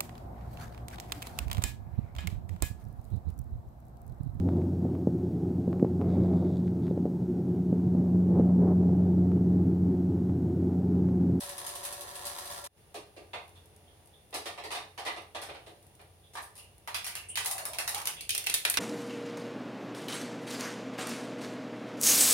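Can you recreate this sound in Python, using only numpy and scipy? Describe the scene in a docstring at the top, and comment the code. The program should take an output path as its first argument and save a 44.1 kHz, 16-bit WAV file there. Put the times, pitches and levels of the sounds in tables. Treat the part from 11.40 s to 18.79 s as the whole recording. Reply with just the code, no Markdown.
"""A small battery toy whirrs and ticks in a tiled hallway until the whirr cuts off: tones, grit and gear ticks.
A hard little plaything then skitters and rolls over the tiles towards the microphone: noise impacts whose
direct crack grows with nearness, gliding resonances for the roll, and brief thin rings.
At the far end a cat paws at something in soft, hollow knocks, heard mostly by way of the walls, with faint
claw ticks. Low room rumble, a hum and a thin hiss lie under it; the two microphone ports share the bass."""
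import sys
import numpy as np
from scipy import signal
from scipy.fft import rfft, irfft
from scipy.io import wavfile
from scipy.ndimage import uniform_filter1d

SR = 44100
rng = np.random.default_rng(int(sys.argv[2]) if len(sys.argv) > 2 else 0)


def master(y):
    """Save y as 16-bit WAV."""
    cut = np.clip(np.atleast_2d(y).T, -1, 1)
    pcm = np.round(cut * 32767)  # scale
    wavfile.write(sys.argv[1], SR, pcm.astype(np.int16))


N = 325891
TIME = np.arange(N) / SR  # s
HIT_SIZE = 32768  # samples in one contact with its echoes

# tones of the running motor and its casing: (frequency [Hz], width [Hz], relative level [dB])
MOTOR_TONES = [(364, 23, -62.5), (391, 6.7, -64), (509, 16, -67), (573.4, 37, -54), (705, 29, -56.5),
               (743, 6.3, -59.5), (1020, 30, -57.5), (1107, 10.5, -57.5), (1373, 7.2, -62), (1710, 14, -61)]
# further gear ticks at uneven times, some louder, some softer: (time [s], relative level [dB])
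UNEVEN_GEAR_TICKS = [(0.0358, -34), (0.292, -35), (0.3565, -33.5), (0.4518, -29), (0.754, -33.5),
                     (0.853, -31), (0.867, -29.5), (0.987, -34), (1.056, -35), (1.1137, -35), (1.2423, -35)]
# colour of the gear rattle: (frequency [Hz], relative level [dB])
WHIRR_COLOUR = [(150, -17), (300, -19.5), (600, -12), (950, -3.5), (1400, -10), (1900, -9.5), (2500, -15.5),
                (4300, -11), (7500, -17), (9600, -11), (16000, -24)]
# colour of gear and claw ticks: (frequency [Hz], relative level [dB])
TICK_COLOUR = [(500, -17.5), (2000, -8), (4000, -4), (7500, -6), (9600, 3.5), (12500, -5.5), (16000, -16.5)]
# the plaything striking the tiles: (time [s], relative level [dB], body [dB], treble [dB])
CLICKS = [(4.9535, -39.5, 17, -10), (4.971, -39, 18, -9), (5.4753, -35, 14.5, -8), (5.5451, -27, 2.5, -6),
          (5.6444, -36.5, 3, 0), (5.6656, -33, 3, -1.5), (5.7532, -37, 7.5, 1), (5.9561, -29.5, -7, -4.5),
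          (5.973, -24.5, 2, -7), (6.047, -41, 15.5, 5), (6.0596, -33.5, -1, 5.5), (6.112, -39, 5, 10),
          (6.1807, -37, 10, 1), (6.2535, -37, 10.5, 4), (6.3336, -38.5, 2, -4), (6.386, -28, 5, -4),
          (6.4773, -32, 11, 2), (6.4923, -39.5, -8, 4), (6.5466, -31, -6, -3.5), (6.5817, -41.5, 18, -3),
          (6.6555, -38.5, 9, 2.5), (6.6724, -31, 2, 0.5), (6.8081, -40, -12, -2), (6.893, -27, -22, -7),
          (6.906, -29, -28, -5.5), (6.9497, -32.5, -5.5, -1), (6.9783, -34.5, -7, 2), (7.0412, -43, -6, -3),
          (7.0644, -41, -1, 1), (7.0687, -26, -7.5, -8.5), (7.098, -31, -2, -4.5), (7.1409, -27.5, -7.5, 1),
          (7.1459, -33.5, -10, 1.5), (7.251, -20.5, -2.5, -12), (7.2996, -41, -14, 14.5),
          (7.3413, -33.5, -3.5, -5), (7.372, -22, 0.5, -14)]
# colour of hard contacts on tile: (frequency [Hz], relative level [dB])
CLICK_COLOUR = [(88, -44), (150, -21.5), (280, -27.5), (675, -11), (774, -10.5), (1480, -8), (2700, -4.5),
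                (5150, -5), (7920, -7), (9440, 1), (16000, -14.5)]
# resonances of the plaything: (frequency [Hz], width [Hz], height [dB])
TOY_MODES = [(1790, 150, 2), (2040, 200, 4.5), (2520, 250, 3), (2734, 54, 5), (3310, 54, 4),
             (3690, 44, 7.5), (4270, 540, 2), (9350, 260, 3)]
# the plaything's way towards the microphone: (time [s], distance [m])
APPROACH = [(5.5, 2.3), (6.2, 1.86), (6.9, 0.98), (7.39, 0.8)]
# the plaything rolling: (time [s], pitch [Hz], relative level [dB])
ROLL = [(6.029, 830, -56), (6.06, 810, -39), (6.2, 700, -42), (6.35, 660, -46), (6.42, 670, -44),
        (6.52, 738, -47.5), (6.57, 810, -38), (6.7, 860, -49.5), (6.8, 783, -70)]
# brief thin rings and squeaks of the plaything: (time [s], frequency [Hz], relative level [dB])
RINGS = [(2.155, 3480, -57), (2.47, 3300, -60), (2.73, 3510, -57), (4.13, 2970, -53), (4.835, 3500, -57),
         (5.18, 2820, -50.5), (5.69, 2320, -43), (5.755, 2740, -41.5), (5.885, 9100, -31),
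         (5.893, 2850, -44.5), (6.765, 3420, -45.5), (6.775, 2730, -44)]
# soft knocks at the far end; a padded blow thuds, a claw adds treble:
# (time [s], relative level [dB], thud [dB], treble [dB])
KNOCKS = [(1.5434, -37.5, 8.5, 4.5), (1.765, -46, 14.5, -2), (1.9332, -31, -2.5, -11),
          (2.1547, -56, -13, 5), (2.9276, -38.5, 4, -3), (2.9415, -31, 2, 10.5), (3.0569, -31.5, -0.5, 3.5),
          (3.1762, -35.5, -2.5, -6), (3.2382, -37, 7, 4), (3.306, -32, -14, -1), (3.3159, -32.5, -4, 6.5),
          (3.35, -30.5, -4.5, -1.5), (3.5775, -32, -6, -2), (3.6516, -33, -2.5, 2.5),
          (3.6637, -27, -4.5, -4.5), (3.7642, -38, 4, -2), (3.948, -31.5, -1.5, -3.5),
          (4.0169, -37.5, -4, 10), (4.0877, -37, 3.5, -11), (4.1444, -42.5, 2, -7),
          (4.2638, -46.5, 10.5, 2), (4.594, -49, 2, -9), (4.936, -51, 10, 16), (5.0188, -56.5, 7, 26.5),
          (5.1544, -54, -9, 18.5), (5.179, -53, -28, 20.5)]
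# colour of the far knocks: (frequency [Hz], relative level [dB])
KNOCK_COLOUR = [(120, -59), (200, -18.5), (328, -8.5), (709, 5), (1180, 0.5), (1480, -7), (2020, -6),
                (4040, -8), (7540, -19.5), (9230, -14), (14900, -30), (16000, -35)]
# centres of thud, body, reference and treble in a contact: (frequency [Hz])
TINT_HZ = (380, 950, 2800, 10000)
# hallway resonances: (frequency [Hz], width [Hz], height [dB])
HALL_MODES = [(327, 55, 5.5), (428.6, 25, 7.5), (576.2, 10.4, 6.5), (716, 22, 5), (798, 15, 6),
              (938, 18, 5), (960, 20, 3), (1189, 17, 8)]
# colour of the room rumble: (frequency [Hz], relative level [dB])
ROOM_COLOUR = [(25, -33), (60, -3.5), (96, -4.5), (140, -8), (280, -20), (420, -15), (780, -17),
               (1250, -27.5), (2000, -25.5), (5000, -33.5), (7000, -35.5), (9000, -70)]
# colour of the thin hiss: (frequency [Hz], relative level [dB])
HISS_COLOUR = [(5000, -10), (8000, -14), (9700, 2.5), (11000, -8.5), (16000, -11.5)]
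# stereo width, next to none in the bass: (frequency [Hz], side minus mid gain [dB])
WIDTH = [(60, -25.5), (125, -8), (250, -9.5), (500, -9), (1000, -1), (2000, 0), (16000, 0)]
# the right port hears the upper mids a little louder: (frequency [Hz], left minus right [dB])
PORT_BALANCE = [(500, .5), (1000, -0.5), (2000, -2.5), (4000, -3), (8000, 1), (14000, 1.5)]

CUT_S = 1.275  # the whirr stops
# the gear train at first ticks once a turn
FIRST_TICK_S, GEAR_TURN_S = 0.0055, 0.0865
TICK_DB, TICK_SCATTER_DB = -33, 2  # on the same relative scale as the uneven ticks
# at this distance the crack of a click has its reference level
CRACK_REACH_M = 3.41
# a click's thud follows its body and grows with nearness: offset, then shares of each
CLICK_THUD_DB, CLICK_THUD_SHARE, NEAR_THUD_SHARE = -7.5, 0.66, 1.14
# the plaything passes to the right of the microphone: left minus right at 1 m
PASS_PAN_DB = -0.7
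# it is out of round and bumps once a turn
FIRST_BUMP_S, ROLL_TURN_S, BUMP_FADE_DB = 6.052, 0.07, 5.5
# higher rings die sooner: decay time at 3 kHz, and the power of frequency by which it shortens
RING_T60_S, RING_DAMPING = 0.45, 0.73
# hollow body that all knocks share
KNOCK_BODY_DB = -4
# claw ticks while the cat steps about
PATTER_S = (1.9, 5.4)
PATTER_DB, PATTER_SCATTER_DB = -75, 0.5
HALL_T60_LOW_S, HALL_T60_HIGH_S = 0.37, 0.24
ROOM_DB = -60
TOP_HZ = 15900  # the steep top cut


def motor(rattle_db=-45.5, tick_db=-8, tones_db=-1, whine_hz=576, whine_db=-59):
    """A thin whine, wavering casing tones, a rattle of gear teeth, even and uneven ticks, cut off together."""
    tones = 0
    for hz, width_hz, db in MOTOR_TONES:
        carrier = np.exp(2j * np.pi * hz * TIME)
        tones = tones + undb(db) * np.sqrt(2) * np.real(wander(width_hz) * carrier)
    pitch_hz = whine_hz * (1 + 0.0064 * np.real(wander(9.8)[0]))
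    whine = np.sqrt(2) * np.sin(2 * np.pi * np.cumsum(pitch_hz) / SR)
    rattle = grit(per_s=400, scatter_db=4.0, colour=WHIRR_COLOUR)
    out = undb(tones_db) * tones + undb(whine_db) * whine + undb(rattle_db) * rattle
    colour = hall_colour(TICK_COLOUR, bins(HIT_SIZE))
    for s, db in gear_ticks(count=8) + list(UNEVEN_GEAR_TICKS):
        gain = colour * contact_point(patchy_db=2.5, spacing_hz=304)
        add(out, s, undb(db + tick_db) * blow(gain, crack_db=1, swell_s=0.0018))
    running = np.clip((CUT_S - TIME) / 0.0056 + 0.5, 0, 1)
    return out * running


def gear_ticks(count, slip_s=0.0012):
    """One tick a turn, each a little uneven in length and strength: rows (time [s], relative level [dB])."""
    slip, strength = rng.standard_normal((count, 2)).T
    drift_s = slip_s * (np.cumsum(slip) - slip[0])
    times = FIRST_TICK_S + GEAR_TURN_S * np.arange(count) + drift_s
    return list(zip(times, TICK_DB + TICK_SCATTER_DB * strength))


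def clicks(trim_db=-0.5):
    """Hard little impacts on tile; the nearer, the more the crack tops the echo, thuds and leans right."""
    out = np.zeros((2, N))
    colour = hall_colour(CLICK_COLOUR, bins(HIT_SIZE), TOY_MODES)
    left_right = np.array([[1], [-1]])
    for s, db, body_db, treble_db in CLICKS:
        distance_m = np.interp(s, *np.transpose(APPROACH))
        near_db = 20 * np.log10(CRACK_REACH_M / distance_m)
        thud_db = CLICK_THUD_DB + CLICK_THUD_SHARE * body_db + NEAR_THUD_SHARE * near_db
        port_gain = undb(db + trim_db + left_right * PASS_PAN_DB / distance_m / 2)
        gain = colour * tint(thud_db, body_db, treble_db)
        gain = gain * contact_point(patchy_db=3.5, spacing_hz=164.3)
        add(out, s, port_gain * blow(gain, crack_db=near_db - 3, swell_s=0.003))
    return out


def rolling(width_hz=160, wobble=0.08, overtone=1.42, overtone_width_hz=420, overtone_db=-4, grit_db=-6):
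    """Rolling excites two resonances that glide together and swell once a turn, chattering on small bumps."""
    times, pitches, levels = np.transpose(ROLL)
    pitch_hz = np.interp(TIME, times, pitches)
    level_db = np.interp(TIME, times, levels)
    turn = (TIME - FIRST_BUMP_S) / ROLL_TURN_S % 1
    bump = uniform_filter1d(undb(-BUMP_FADE_DB * turn), size=256)
    wobbling_hz = pitch_hz * (1 + wobble * np.real(wander(30)[0]))
    phase = 2 * np.pi * np.cumsum(wobbling_hz) / SR
    body = wander(width_hz) * np.exp(1j * phase)
    upper = undb(overtone_db) * wander(overtone_width_hz) * np.exp(1j * overtone * phase)
    chatter = undb(grit_db) * grit(per_s=84, scatter_db=5.0, colour=CLICK_COLOUR)
    on = np.clip(np.minimum(TIME - times[0], times[-1] - TIME) / 0.018, 0, 1)
    return on * bump * undb(level_db) * (np.real(body + upper) + chatter)


def rings(width_share=0.13, attack_s=0.0062):
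    """Narrow, thin rings that fade in the hallway, the high ones first."""
    out = np.zeros((2, N))
    age = np.arange(HIT_SIZE) / SR
    for s, hz, db in RINGS:
        t60_s = RING_T60_S * (3000 / hz) ** RING_DAMPING
        fade = undb(db - 60 * age / t60_s)
        attack = 1 - np.exp(-age / attack_s)
        waver = wander(width_share * hz)[:, -HIT_SIZE:]
        tone = np.real(waver * np.exp(2j * np.pi * hz * age))
        add(out, s, fade * attack * tone)
    return out


def knocks():
    """Far, padded blows: a weak direct crack, so they are heard mostly by way of the walls."""
    out = np.zeros((2, N))
    colour = hall_colour(KNOCK_COLOUR, bins(HIT_SIZE), TOY_MODES)
    for s, db, thud_db, treble_db in KNOCKS:
        gain = colour * tint(thud_db, KNOCK_BODY_DB, treble_db)
        gain = gain * contact_point(patchy_db=3.5, spacing_hz=108.1)
        add(out, s, undb(db) * blow(gain, crack_db=-4.5, swell_s=0.0052))
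    return out


def patter(count=18, treble_db=7):
    """Faint, crisp claw ticks on the tiles at random moments."""
    out = np.zeros((2, N))
    colour = hall_colour(TICK_COLOUR, bins(HIT_SIZE)) * tint(0, 0, treble_db)
    for s, strength in zip(rng.uniform(*PATTER_S, count), rng.standard_normal(count)):
        level_db = PATTER_DB + PATTER_SCATTER_DB * strength
        add(out, s, undb(level_db) * blow(colour, crack_db=10.5, swell_s=0.0034))
    return out


def room(hum_hz=90, hum_db=-63, hiss_db=-67, sing_db=-78, drift_db=2.0):
    """Drifting rumble in the hall's resonances, a hum, hiss and two high rings; dips as the whirr cuts off."""
    hum = np.real(wander(6.7) * np.exp(2j * np.pi * hum_hz * TIME))
    sing = sum(np.real(wander(270) * np.exp(2j * np.pi * hz * TIME)) for hz in (2780, 3520))
    dip_db = np.interp(TIME, [1.27, 1.29, 1.36, 1.38], [-0.5, -15.5, -5.5, 0])
    white = rng.standard_normal((2, N))
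    air = unit(irfft(rfft(white) * hall_colour(ROOM_COLOUR, bins(N)), N))
    rumble = undb(ROOM_DB + drift_db * np.real(wander(1.4)[0])) * air
    hiss = noise(HISS_COLOUR)
    return undb(dip_db) * (rumble + undb(hum_db) * hum + undb(hiss_db) * hiss + undb(sing_db) * sing)


def blow(gain, crack_db, swell_s, crack_t60_s=0.033, bounce_db=-10, bounce_t60_s=0.049, snap_db=8):
    """One contact: treble snap, crack and floor bounce, then echoes that build up and die, treble first."""
    t, hz = np.arange(HIT_SIZE) / SR, bins(HIT_SIZE)
    crack, air = rng.standard_normal((2, 2, HIT_SIZE))
    low_pass = 1 / (1 + (hz / 6000) ** 2)
    dull = irfft(rfft(air) * low_pass)
    bright = air - dull
    tail = dull * undb(-60 * t / HALL_T60_LOW_S) + bright * undb(-60 * t / HALL_T60_HIGH_S)
    snap = irfft(rfft(crack) * (1 - low_pass)) * undb(snap_db) * np.exp(-t / 0.0005)
    crack_fade = undb(-60 * t / crack_t60_s)
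    bounce_fade = undb(bounce_db - 60 * t / bounce_t60_s)
    direct = crack * np.hypot(crack_fade, bounce_fade)
    echoes = tail * (1 - np.exp(-t / swell_s))
    return ring_through(undb(crack_db) * (snap + direct) + echoes, gain)


def tint(thud_db, body_db, treble_db):
    """Soft contacts favour the lows, hard ones the treble."""
    points = list(zip(TINT_HZ, (thud_db, body_db, 0, treble_db)))
    return undb(curve(points, bins(HIT_SIZE)))


def contact_point(patchy_db, spacing_hz):
    """Each contact lands on another spot and favours other overtones, fully so above 1.5 kHz."""
    hz = bins(HIT_SIZE)
    ripple = np.interp(hz / spacing_hz, np.arange(1024), rng.standard_normal(1024))
    return unit(undb(patchy_db * ripple * np.minimum(hz / 1500, 1) ** 2))


def grit(per_s, scatter_db, colour, smear_s=0.04):
    """Dense tiny impacts of uneven size, each with a short smear of echoes; rms 1."""
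    strength = undb(scatter_db * np.minimum(rng.exponential(size=N), 3))
    taps = (rng.random(N) < per_s / SR) * strength * rng.choice([-1, 1], N)
    t = np.arange(HIT_SIZE) / SR
    fade = np.exp(-t / smear_s) + 0.5 * np.exp(-t / 0.071) + 5 * np.exp(-t / 0.0014)
    echoes = rng.standard_normal((2, HIT_SIZE)) * fade
    rattle = signal.fftconvolve(taps[None], echoes)[:, :N]
    return unit(irfft(rfft(rattle) * undb(curve(colour, bins(N))), N))


def hall_colour(points, hz, modes=()):
    """Gain of a source's colour with its own and the hallway's resonances on it; mean power 1."""
    peaks_db = sum(db / (1 + (2 * (hz - f) / width) ** 2) for f, width, db in [*HALL_MODES, *modes])
    return unit(undb(curve(points, hz) + peaks_db))


def ring_through(x, gain):
    """Causal (minimum-phase) filter with the given gain per bin, by folding the cepstrum."""
    cepstrum = irfft(np.log(gain + 1e-6))
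    half = len(cepstrum) // 2
    cepstrum[1:half] *= 2
    cepstrum[half + 1:] = 0
    return irfft(rfft(x) * np.exp(rfft(cepstrum)))


def wander(width_hz):
    """Slow complex chance, one per channel: turns a sine into a resonance of about that width."""
    white = rng.standard_normal((2, N)) + 1j * rng.standard_normal((2, N))
    pole = np.exp(-np.pi * width_hz / SR)
    z = signal.lfilter([1], [1, -2 * pole, pole ** 2], white)
    return z / np.std(z)


def noise(points):
    """Coloured stereo noise of rms 1."""
    white = rng.standard_normal((2, N))
    return unit(irfft(rfft(white) * undb(curve(points, bins(N))), N))


def curve(points, hz):
    """Join (Hz, dB) points on a log-frequency axis."""
    f, db = np.transpose(points)
    return np.interp(np.log(hz), np.log(f), db)


def bins(size):
    """Frequencies of a spectrum, kept off zero."""
    return np.maximum(np.fft.rfftfreq(size, 1 / SR), 1)


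def undb(db):
    """Decibels to gain."""
    return 10 ** (np.asarray(db) / 20)


def unit(x):
    """Scale to rms 1."""
    return x / np.sqrt(np.mean(x ** 2))


def add(out, s, sound):
    """Mix a sound in at time s."""
    start = max(int(s * SR), 0)
    out[:, start:start + sound.shape[1]] += sound[:, :N - start]


def scene():
    """Everything in the hallway, from the toy to the room behind it."""
    return motor() + clicks() + rolling() + rings() + knocks() + patter() + room()


def record(dry):
    """Two close microphone ports share the bass and differ a little in colour; the top is cut steeply."""
    side_gain = undb(curve(WIDTH, bins(N)))
    keep_power = np.sqrt(2 / (1 + side_gain ** 2))
    mid = rfft(dry[0] + dry[1]) / 2 * keep_power
    side = rfft(dry[0] - dry[1]) / 2 * keep_power * side_gain
    lean = undb(curve(PORT_BALANCE, bins(N)) / 2)
    ports = irfft(np.array([(mid + side) * lean, (mid - side) / lean]), N)
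    top_cut = signal.ellip(8, 0.2, 70, TOP_HZ, fs=SR, output="sos")
    return signal.sosfilt(top_cut, ports)


dry = scene()
out = record(dry)
master(out)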